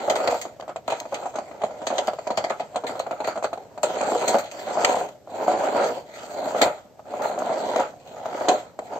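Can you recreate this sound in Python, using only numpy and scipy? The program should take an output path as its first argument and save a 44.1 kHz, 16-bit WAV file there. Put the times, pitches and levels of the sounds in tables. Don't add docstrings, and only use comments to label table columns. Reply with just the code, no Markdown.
import sys
import numpy as np
from scipy import signal
from scipy.fft import rfft, irfft, next_fast_len
from scipy.io import wavfile
from scipy.ndimage import uniform_filter1d

SR = 44100
rng = np.random.default_rng(int(sys.argv[2]) if len(sys.argv) > 2 else 0)


def ratio(d):
    e = np.asarray(d, float) / 20
    return 10 ** e


def wav_out(sig):
    wavfile.write(sys.argv[1], SR, np.round(np.clip(np.atleast_2d(sig).T, -1, 1) * 32767).astype(np.int16))


N = 396459

# start in seconds, peak level in dB, time for the chatter to fade by 60 dB in seconds.
JIGGLES = [(0.085, -24, .059), (0.102, -13.5, .13), (0.16, -13.5, 0.027), (0.189, -20, 0.025),
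           (0.203, -15.5, 0.072), (0.276, -15, 0.14), (0.325, -18, 0.043), (0.345, -16.5, 0.07),
           (0.454, -22.5, 0.078), (0.599, -26, .048), (0.625, -28, 0.097), (0.68, -25.5, 0.034),
           (0.694, -26, 0.078), (0.761, -20, 0.043), (0.882, -14.5, 0.081), (0.905, -18, .03),
           (0.923, -14, 0.076), (1.011, -29, .11), (1.055, -26, 0.035), (1.124, -23.5, 0.23),
           (1.231, -25.5, .05), (1.258, -20.5, 0.065), (1.342, -28, 0.073), (1.356, -22, 0.1),
           (1.387, -17.5, 0.053), (1.514, -30, 0.022), (1.618, -22.5, 0.073), (1.637, -15.5, 0.04),
           (1.709, -29, 0.022), (1.818, -27.5, 0.085)]
# start in seconds, peak level in
# dB, time for the chatter to fade by 60 dB in seconds.
LATER_JIGGLES = [(1.872, -16, 0.033), (1.904, -18, 0.23), (1.984, -18.5, 0.17), (2.081, -14.5, 0.053),
                 (2.134, -22, 0.035), (2.188, -21.5, 0.036), (2.27, -23, 0.18), (2.305, -15, 0.082),
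                 (2.377, -12, 0.088), (2.442, -20, .059), (2.505, -14.5, 0.076), (2.598, -22, 0.11),
                 (2.746, -28.5, .04), (2.759, -17, 0.075), (2.838, -21.5, 0.25), (2.895, -20.5, 0.12),
                 (2.955, -23.5, 0.062), (3.001, -13.5, .02), (3.066, -23, 0.056), (3.111, -18, 0.12),
                 (3.204, -21.5, 0.13), (3.243, -23, 0.08), (3.277, -15, 0.093), (3.358, -23, 0.11),
                 (3.376, -21, 0.036), (3.427, -19.5, 0.028), (3.444, -12, 0.042), (3.531, -18, 0.034),
                 (3.576, -28.5, .047), (3.777, -26.5, 0.049)]
# start in seconds, thud level in dB, clatter level in dB, clatter 60 dB fade in seconds.
DROPS = [
    (4.8466, -17.5, -4.5, .03),
    (6.6149, -11, -8, 0.11),
    (8.4844, -11, -13, 0.075),
]
# time in seconds, extra scrape in dB.
SKID = [(0.0, 1.5), (0.4, 7), (0.65, -5), (1.4, 6), (1.7, -7.5), (1.9, 4), (3.75, -5), (3.9, -1.5),
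        (4.4, 8.5), (4.75, 0), (5.08, 2), (5.3, -5.5), (5.9, -0.5), (6.15, 9), (6.4, 0), (7.1, -3.5),
        (8.05, 0.5), (8.99, -5.5)]
# frequency in Hz, likeness from 0 (unrelated) to 1 (the same).
LIKENESS = [(60, 0.76), (290, 0.88), (700, 0.89), (1400, 0.12), (3000, 0.27), (7000, 0.13), (15000, 0.88)]
REFERENCE_DB = -24
DEAD_BAND_HZ = [8800, 11450]


def rms_one(x):
    return x / np.sqrt(np.mean(x ** 2) + 1e-20)


def in_time(rows):
    s, *columns = np.transpose(rows)
    return [np.interp(np.arange(N) / SR, s, c) for c in columns]


def at_hz(points, hz):
    table_hz, values = np.array(points)[:, 0], np.array(points)[:, 1]
    return np.interp(np.log(hz), np.log(table_hz), values)


def likeness(hz, less=0.0):
    return np.clip(at_hz(LIKENESS, hz) - less, 0, 1)


def drift(rate):
    r = np.exp(-64 * np.pi * rate / SR)
    noise = rng.standard_normal(N // 32 + 1002)
    slow = signal.lfilter([1], [1, -2 * r, r * r], noise)[1000:]
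    return np.interp(np.arange(N) / 32, np.arange(len(slow)), rms_one(slow))


def contacts(per_s, spread_db):
    born = rng.random(N) < per_s / SR
    sizes = ratio(spread_db * np.minimum(rng.exponential(1, N), 4))
    return rms_one(born * sizes * rng.standard_normal((2, N)))


def bursts(times, peak_db, t60):
    power = np.zeros(N)
    for s, db, fade in zip(times, peak_db, np.clip(t60, .008, .4)):
        first = round(s * SR)
        t = np.arange(min(int(fade * SR), N - first)) / SR
        power[first:][:len(t)] += ratio(db - 60 * t / fade) ** 2
    return np.sqrt(power)


def single_blows(times, peak_db, side_share):
    hits = np.zeros((2, N))
    hits[:, np.round(times * SR).astype(int)] = ratio(peak_db) * [[1], [side_share]]
    return hits


def resonate(force, modes, wander_db):
    out, power = 0, 0
    for k, (hz, width, db) in enumerate(modes):
        r = np.exp(-np.pi * width / SR)
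        b = (1 - r * r) / 2 * np.array([1, 0, -1])
        a = [1, -2 * r * np.cos(2 * np.pi * hz / SR), r * r]
        drive = force * ratio(db + wander_db * drift(5.75)) + 1e-18
        mid, side = signal.lfilter(b, a, drive) * (-1) ** k
        alike = likeness(hz)
        out = out + np.sqrt((1 + alike) / 2) * mid + np.sqrt((1 - alike) / 2) * side * [[1], [-1]]
        power += ratio(db) ** 2 * (1 - r * r) / 2
    return out / np.sqrt(power)


def drumming():
    # time in seconds, drumming level in dB.
    rocking = [(0.0, -26), (0.32, -28.5), (0.46, -41.5), (0.7, -71.5), (0.97, -37), (1.08, -44.5),
               (1.22, -32.5), (1.32, -46), (1.7, -40.5), (2.0, -31), (2.15, -46.5), (2.47, -37),
               (2.7, -47.5), (2.95, -35.5), (3.08, -38.5), (3.44, -43), (3.63, -45), (3.82, -52.5)]
    # time in seconds, drumming level in dB.
    pushes = [
        [(3.85, -22.5), (3.88, -29), (3.906, -24.5), (4.338, -25), (4.352, -20.5), (4.494, -46)],
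        [(5.25, -60), (5.31, -36), (5.35, -27.5), (5.494, -20.5), (5.748, -23.5), (5.822, -18), (5.98, -32.5),
         (6.05, -53.5)],
        [(7.02, -53), (7.11, -35.5), (7.254, -23), (7.374, -30.5), (7.402, -27), (7.808, -24.5), (7.98, -52.5)],
        [(8.81, -41.5), (8.972, -28.5), (8.99, -39.5)],
    ]
    # start in seconds, start level in dB, nose drop in seconds, level at the drop in dB,
    # start of braking in seconds.
    pulls = [
        (4.52, -38.5, 4.847, -21, 5.011),
        (6.1, -45, 6.614, -23, 6.69),
        (8.03, -45, 8.485, -25.5, 8.57),
    ]
    gather_share = 0.6
    landing_s, stop_s, settle_s = 0.058, .11, 0.092
    rows = rocking + sum(pushes, [])
    for start, start_db, drop, db, brake in pulls:
        rows = rows + [(start, start_db),
                       (start + gather_share * (drop - start), db - 5),
                       (drop, db),
                       (drop + landing_s, db + 4.5),
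                       (brake, db - 5),
                       (brake + stop_s, -48.5),
                       (brake + stop_s + settle_s, -58.5)]
    return in_time(sorted(rows))[0]


def jolt_rows():
    # start in seconds, peak level in dB, time for the chatter to fade by 60 dB in seconds.
    bumps = [(3.835, -11, 0.055), (4.009, -15.5, 0.091), (4.121, -11, .05), (4.152, -15, 0.1),
             (4.279, -18, 0.13), (4.345, -8.5, 0.11), (4.774, -14, .064), (4.829, -25, 0.085),
             (4.901, -21.5, .12), (4.969, -19, 0.15), (5.09, -30.5, 0.027), (5.275, -32.5, 0.026),
             (5.482, -9, 0.02), (5.638, -17, .07), (5.76, -18, 0.22), (6.385, -25, 0.15),
             (6.459, -22.5, 0.16), (6.549, -16.5, 0.062), (6.995, -32, .024), (7.14, -19, 0.048),
             (7.201, -28.5, 0.13), (7.379, -21, 0.073), (7.422, -13, 0.015), (7.495, -18.5, .15),
             (7.761, -12, 0.033), (7.796, -14, 0.1), (8.258, -19.5, .028), (8.412, -17.5, 0.1),
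             (8.791, -20, 0.029)]
    rocked = [(*row, -9) for row in JIGGLES + LATER_JIGGLES]
    rolled = [(*row, -12) for row in bumps]
    thuds = [(s, thud_db, 0.2, -9) for s, thud_db, _, _ in DROPS]
    rows = np.array(rocked + rolled + thuds)
    buzz_spread_db = 2
    return rows + buzz_spread_db * rng.standard_normal((len(rows), 1)) * [0, 0, 0, 1]


def shell():
    # frequency in Hz, width in Hz, level in dB.
    shell_modes = [(116, 300, -31.5), (266.3, 92, -22), (423.4, 167, -8), (491, 29, 0), (563.4, 76, -0.5),
                   (646.3, 72, 1), (719, 48.4, 2.5), (833.5, 103, -4), (950, 109, -6), (1270, 243, -3.5),
                   (1440, 480, -18.5), (1970, 530, -29.5), (2420, 360, -33.5)]
    # frequency in Hz, width in Hz, level in dB.
    knock_modes = [(647, 82, -9.5), (1260, 350, -23)]
    cavity_db = drumming()
    skid_db = in_time(SKID)[0]
    panel_db = -36.5 + 1.05 * (cavity_db - REFERENCE_DB) + 0.27 * skid_db
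    tread = ratio(1.2 * drift(21) + 2.2 * drift(90)) * contacts(per_s=4000, spread_db=2.0)

    s, peak_db, t60, buzz_db = np.transpose(jolt_rows())
    s = s - .0015
    chatter = contacts(per_s=3000, spread_db=1.5)
    jolts = bursts(s, peak_db - 0.5, t60) * chatter
    buzzes = bursts(s, peak_db + buzz_db - 6.0, t60 * 2.19) * chatter
    tyre = signal.butter(2, 1500, fs=SR, output="sos")
    blows = signal.sosfilt(tyre, single_blows(s, peak_db + 18.5, side_share=.25))

    rumble = resonate(ratio(cavity_db - 18.5) * tread + ratio(-17.0) * jolts, shell_modes[:2], wander_db=2.0)
    cavity = resonate(ratio(cavity_db) * tread + jolts, shell_modes[2:9], wander_db=1.36)
    cavity = cavity + resonate(blows, knock_modes, wander_db=0.0)
    panels = resonate(ratio(panel_db) * tread + buzzes, shell_modes[9:], wander_db=2.0)
    deep = signal.butter(2, [60, 400], "band", fs=SR, output="sos")
    soft = signal.butter(2, [280, 1500], "band", fs=SR, output="sos")
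    stiff = signal.butter(2, [800, 3500], "band", fs=SR, output="sos")
    return signal.sosfilt(deep, rumble) + signal.sosfilt(soft, cavity) + signal.sosfilt(stiff, panels)


def tick_rows():
    # start in seconds, peak level in dB, time for the rattle to fade by 60 dB in seconds.
    loose_ticks = [(0.0979, -17, 0.1), (0.155, -23.5, 0.16), (0.274, -18, 0.042), (0.31, -29, 0.13),
                   (0.609, -39, 0.021), (0.7626, -41, 0.054), (0.8782, -25, 0.025), (0.8998, -32, 0.3),
                   (1.143, -28, 0.084), (1.358, -35, 0.12), (1.6384, -39.5, 0.24), (1.8679, -21.5, 0.11),
                   (1.9816, -21.5, 0.075), (2.0723, -25.5, 0.052), (2.2725, -31, 0.054),
                   (2.3729, -22, 0.087), (2.4405, -29, 0.088), (2.4977, -31, 0.059), (2.597, -38, 0.12),
                   (2.7592, -27, 0.083), (2.8668, -29, 0.22), (2.9938, -25.5, 0.038), (3.245, -35.5, 0.12),
                   (3.271, -30.5, 0.2), (3.4365, -33, 0.14)]
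    # start in seconds, peak level in dB, time for the rattle to fade by 60 dB in seconds.
    clacks = [(0.414, -24, .12), (1.001, -23, .028), (5.088, -38, .04), (3.831, -16.5, 0.11),
              (4.0113, -22, 0.037), (4.2788, -16.5, 0.2), (4.385, -24, 0.11), (4.5133, -31, .12),
              (5.479, -34, 0.1), (7.2196, -32, 0.28), (7.3884, -28.5, 0.052), (7.7613, -22.5, 0.038),
              (7.7977, -27.5, .068), (8.2586, -36, 0.051), (8.7907, -35, 0.038)]
    loose = [(*row, 5.5) for row in loose_ticks]
    axles = [(*row, -1) for row in clacks]
    clatters = [(s, db, t60, 3) for s, _, db, t60 in DROPS]
    aftershakes = [(s, -30, .4, 3) for s, *_ in DROPS]
    shaken = [(s, db - 18, 0.067, 5.5) for s, db, _ in JIGGLES + LATER_JIGGLES]
    return loose + axles + clatters + aftershakes + shaken


def trim():
    # frequency in Hz, width in Hz, level in dB.
    trim_modes = [(1253, 138, -0.5), (2020, 275, 1.5), (2484, 185, -0.5), (3140, 450, -3), (4163, 327, -2),
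                  (4550, 210, -1), (5560, 200, -35), (6440, 337, -2.5), (6940, 174, -0.5), (7440, 190, 2),
                  (8480, 1050, -6), (12600, 8100, -3.5)]
    scrape_db = -47 + 0.8 * (drumming() - REFERENCE_DB) + in_time(SKID)[0]
    scrape = ratio(scrape_db + 2.0 * drift(17)) * contacts(per_s=4000, spread_db=0.5)

    s, peak_db, t60, tilt_db = np.transpose(tick_rows())
    grains = contacts(per_s=9000, spread_db=0.0)
    tilt_db = tilt_db + 2.5 * rng.standard_normal(len(s))
    cracks = single_blows(s, peak_db + 8.5, side_share=.5)
    ticks = bursts(s, peak_db - 9.5, t60) * grains + cracks
    low_ticks = bursts(s, peak_db - 12.5 + tilt_db, t60) * grains + cracks

    low = resonate(ratio(3.5) * (scrape + low_ticks), trim_modes[:7], wander_db=2.8)
    top = resonate(ratio(2.0) * (scrape + ticks), trim_modes[7:11], wander_db=2.5)
    fizz = resonate(ratio(-6.0) * (scrape + ratio(-2.5) * ticks), trim_modes[11:], wander_db=2.0)
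    thin = signal.butter(2, 900, "high", fs=SR, output="sos")
    left, right = signal.sosfilt(thin, low + top + fizz)
    port_lag_s = 0.00018
    return np.array([left, np.interp(np.arange(N) - port_lag_s * SR, np.arange(N), right)])


def cavity_hum():
    noise = rng.standard_normal((2, N))
    return ratio(-54) * resonate(noise, [(610, 60, 0)], wander_db=2.0)


def room(x):
    t60_s, wall_cut_hz = .2, 8000
    size = next_fast_len(N + SR)
    circle = np.exp(-2j * np.pi * np.arange(size) / size)
    turn = circle[:size // 2 + 1]
    bins = np.arange(len(turn))
    dull = np.exp(-2 * np.pi * wall_cut_hz / SR)
    wall = (1 - dull) / (1 - dull * turn)
    echoes = np.zeros((2, len(turn)), complex)
    lags = (rng.uniform(0.0087, .04, 20) * SR).astype(int)
    for k, lag in enumerate(lags):
        loop = ratio(-60 * lag / SR / t60_s) * wall * circle[lag * bins % size]
        echoes[k % 2] += loop / (1 - loop) * (-1) ** (k // 2)
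    alike = likeness(np.maximum(bins * SR / size, 1))
    echoes = np.sqrt(1 + alike) * echoes[0] + np.sqrt(1 - alike) * echoes[1] * [[1], [-1]]
    return irfft(rfft(x.mean(axis=0), size) * echoes, size)[:, :N]


def room_tone():
    # frequency in Hz, level in dB per Hz.
    air_colour = [(15, -33.5), (25, -20), (111, 1), (309, -2), (591, -1.5), (1100, -26), (2480, -26.5),
                  (11600, -21), (16000, -43)]
    hz = np.maximum(np.arange(N // 2 + 1) * SR / N, 1)
    mid, side = rfft(rng.standard_normal((2, N))) * ratio(at_hz(air_colour, hz))
    alike = likeness(hz, less=.2)
    both = np.sqrt(1 + alike) * mid + np.sqrt(1 - alike) * side * [[1], [-1]]
    return ratio(-53.5) * rms_one(irfft(both, N))


def scene():
    car = shell() + trim()
    echoes = ratio(-20) * room(car)
    balance_db = [[-.3], [.3]]
    return car * ratio(balance_db) + echoes + room_tone() + cavity_hum()


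def thin_treble(x, margin_db, waver_db):
    hz, _, cells = signal.stft(x, SR, nperseg=1024)
    power = np.mean(np.abs(cells) ** 2, axis=0) + 1e-20
    patch_db = 10 * np.log10(uniform_filter1d(power, size=7, axis=0))
    in_treble = (hz > 2500) & (hz < DEAD_BAND_HZ[0])
    treble_db = 10 * np.log10(power[in_treble].mean(axis=0))
    chance = rng.standard_normal((65, len(treble_db) // 2 + 1))
    chance = np.repeat(np.repeat(chance, 8, axis=0), 2, axis=1)
    bar_db = treble_db - margin_db + waver_db * chance[:len(hz), :len(treble_db)]
    kept = (patch_db > bar_db) | (hz[:, None] < DEAD_BAND_HZ[0] - 300)
    return signal.istft(cells * kept, SR, nperseg=1024)[1][:, :N]


def roll_off(x):
    return signal.sosfilt(signal.butter(12, 16470, fs=SR, output="sos"), x)


def record(dry):
    gate_db, gate_slope = -46, .45
    level_db = 10 * np.log10(uniform_filter1d(np.mean(dry ** 2, axis=0), size=600) + 1e-12)
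    gated = dry * ratio(-gate_slope * np.maximum(gate_db - level_db, 0))
    rounded = .85 * np.tanh(gated / .85)
    notch = signal.cheby2(6, 40, DEAD_BAND_HZ, "bandstop", fs=SR, output="sos")
    heard = signal.sosfilt(notch, rounded) + ratio(-17.5) * rounded
    thinned = thin_treble(heard, margin_db=18.5, waver_db=5.5)
    top_cut = signal.cheby2(20, 32, 15750, fs=SR, output="sos")
    return roll_off(signal.sosfilt(top_cut, thinned))


dry = scene()
out = record(dry)
wav_out(out)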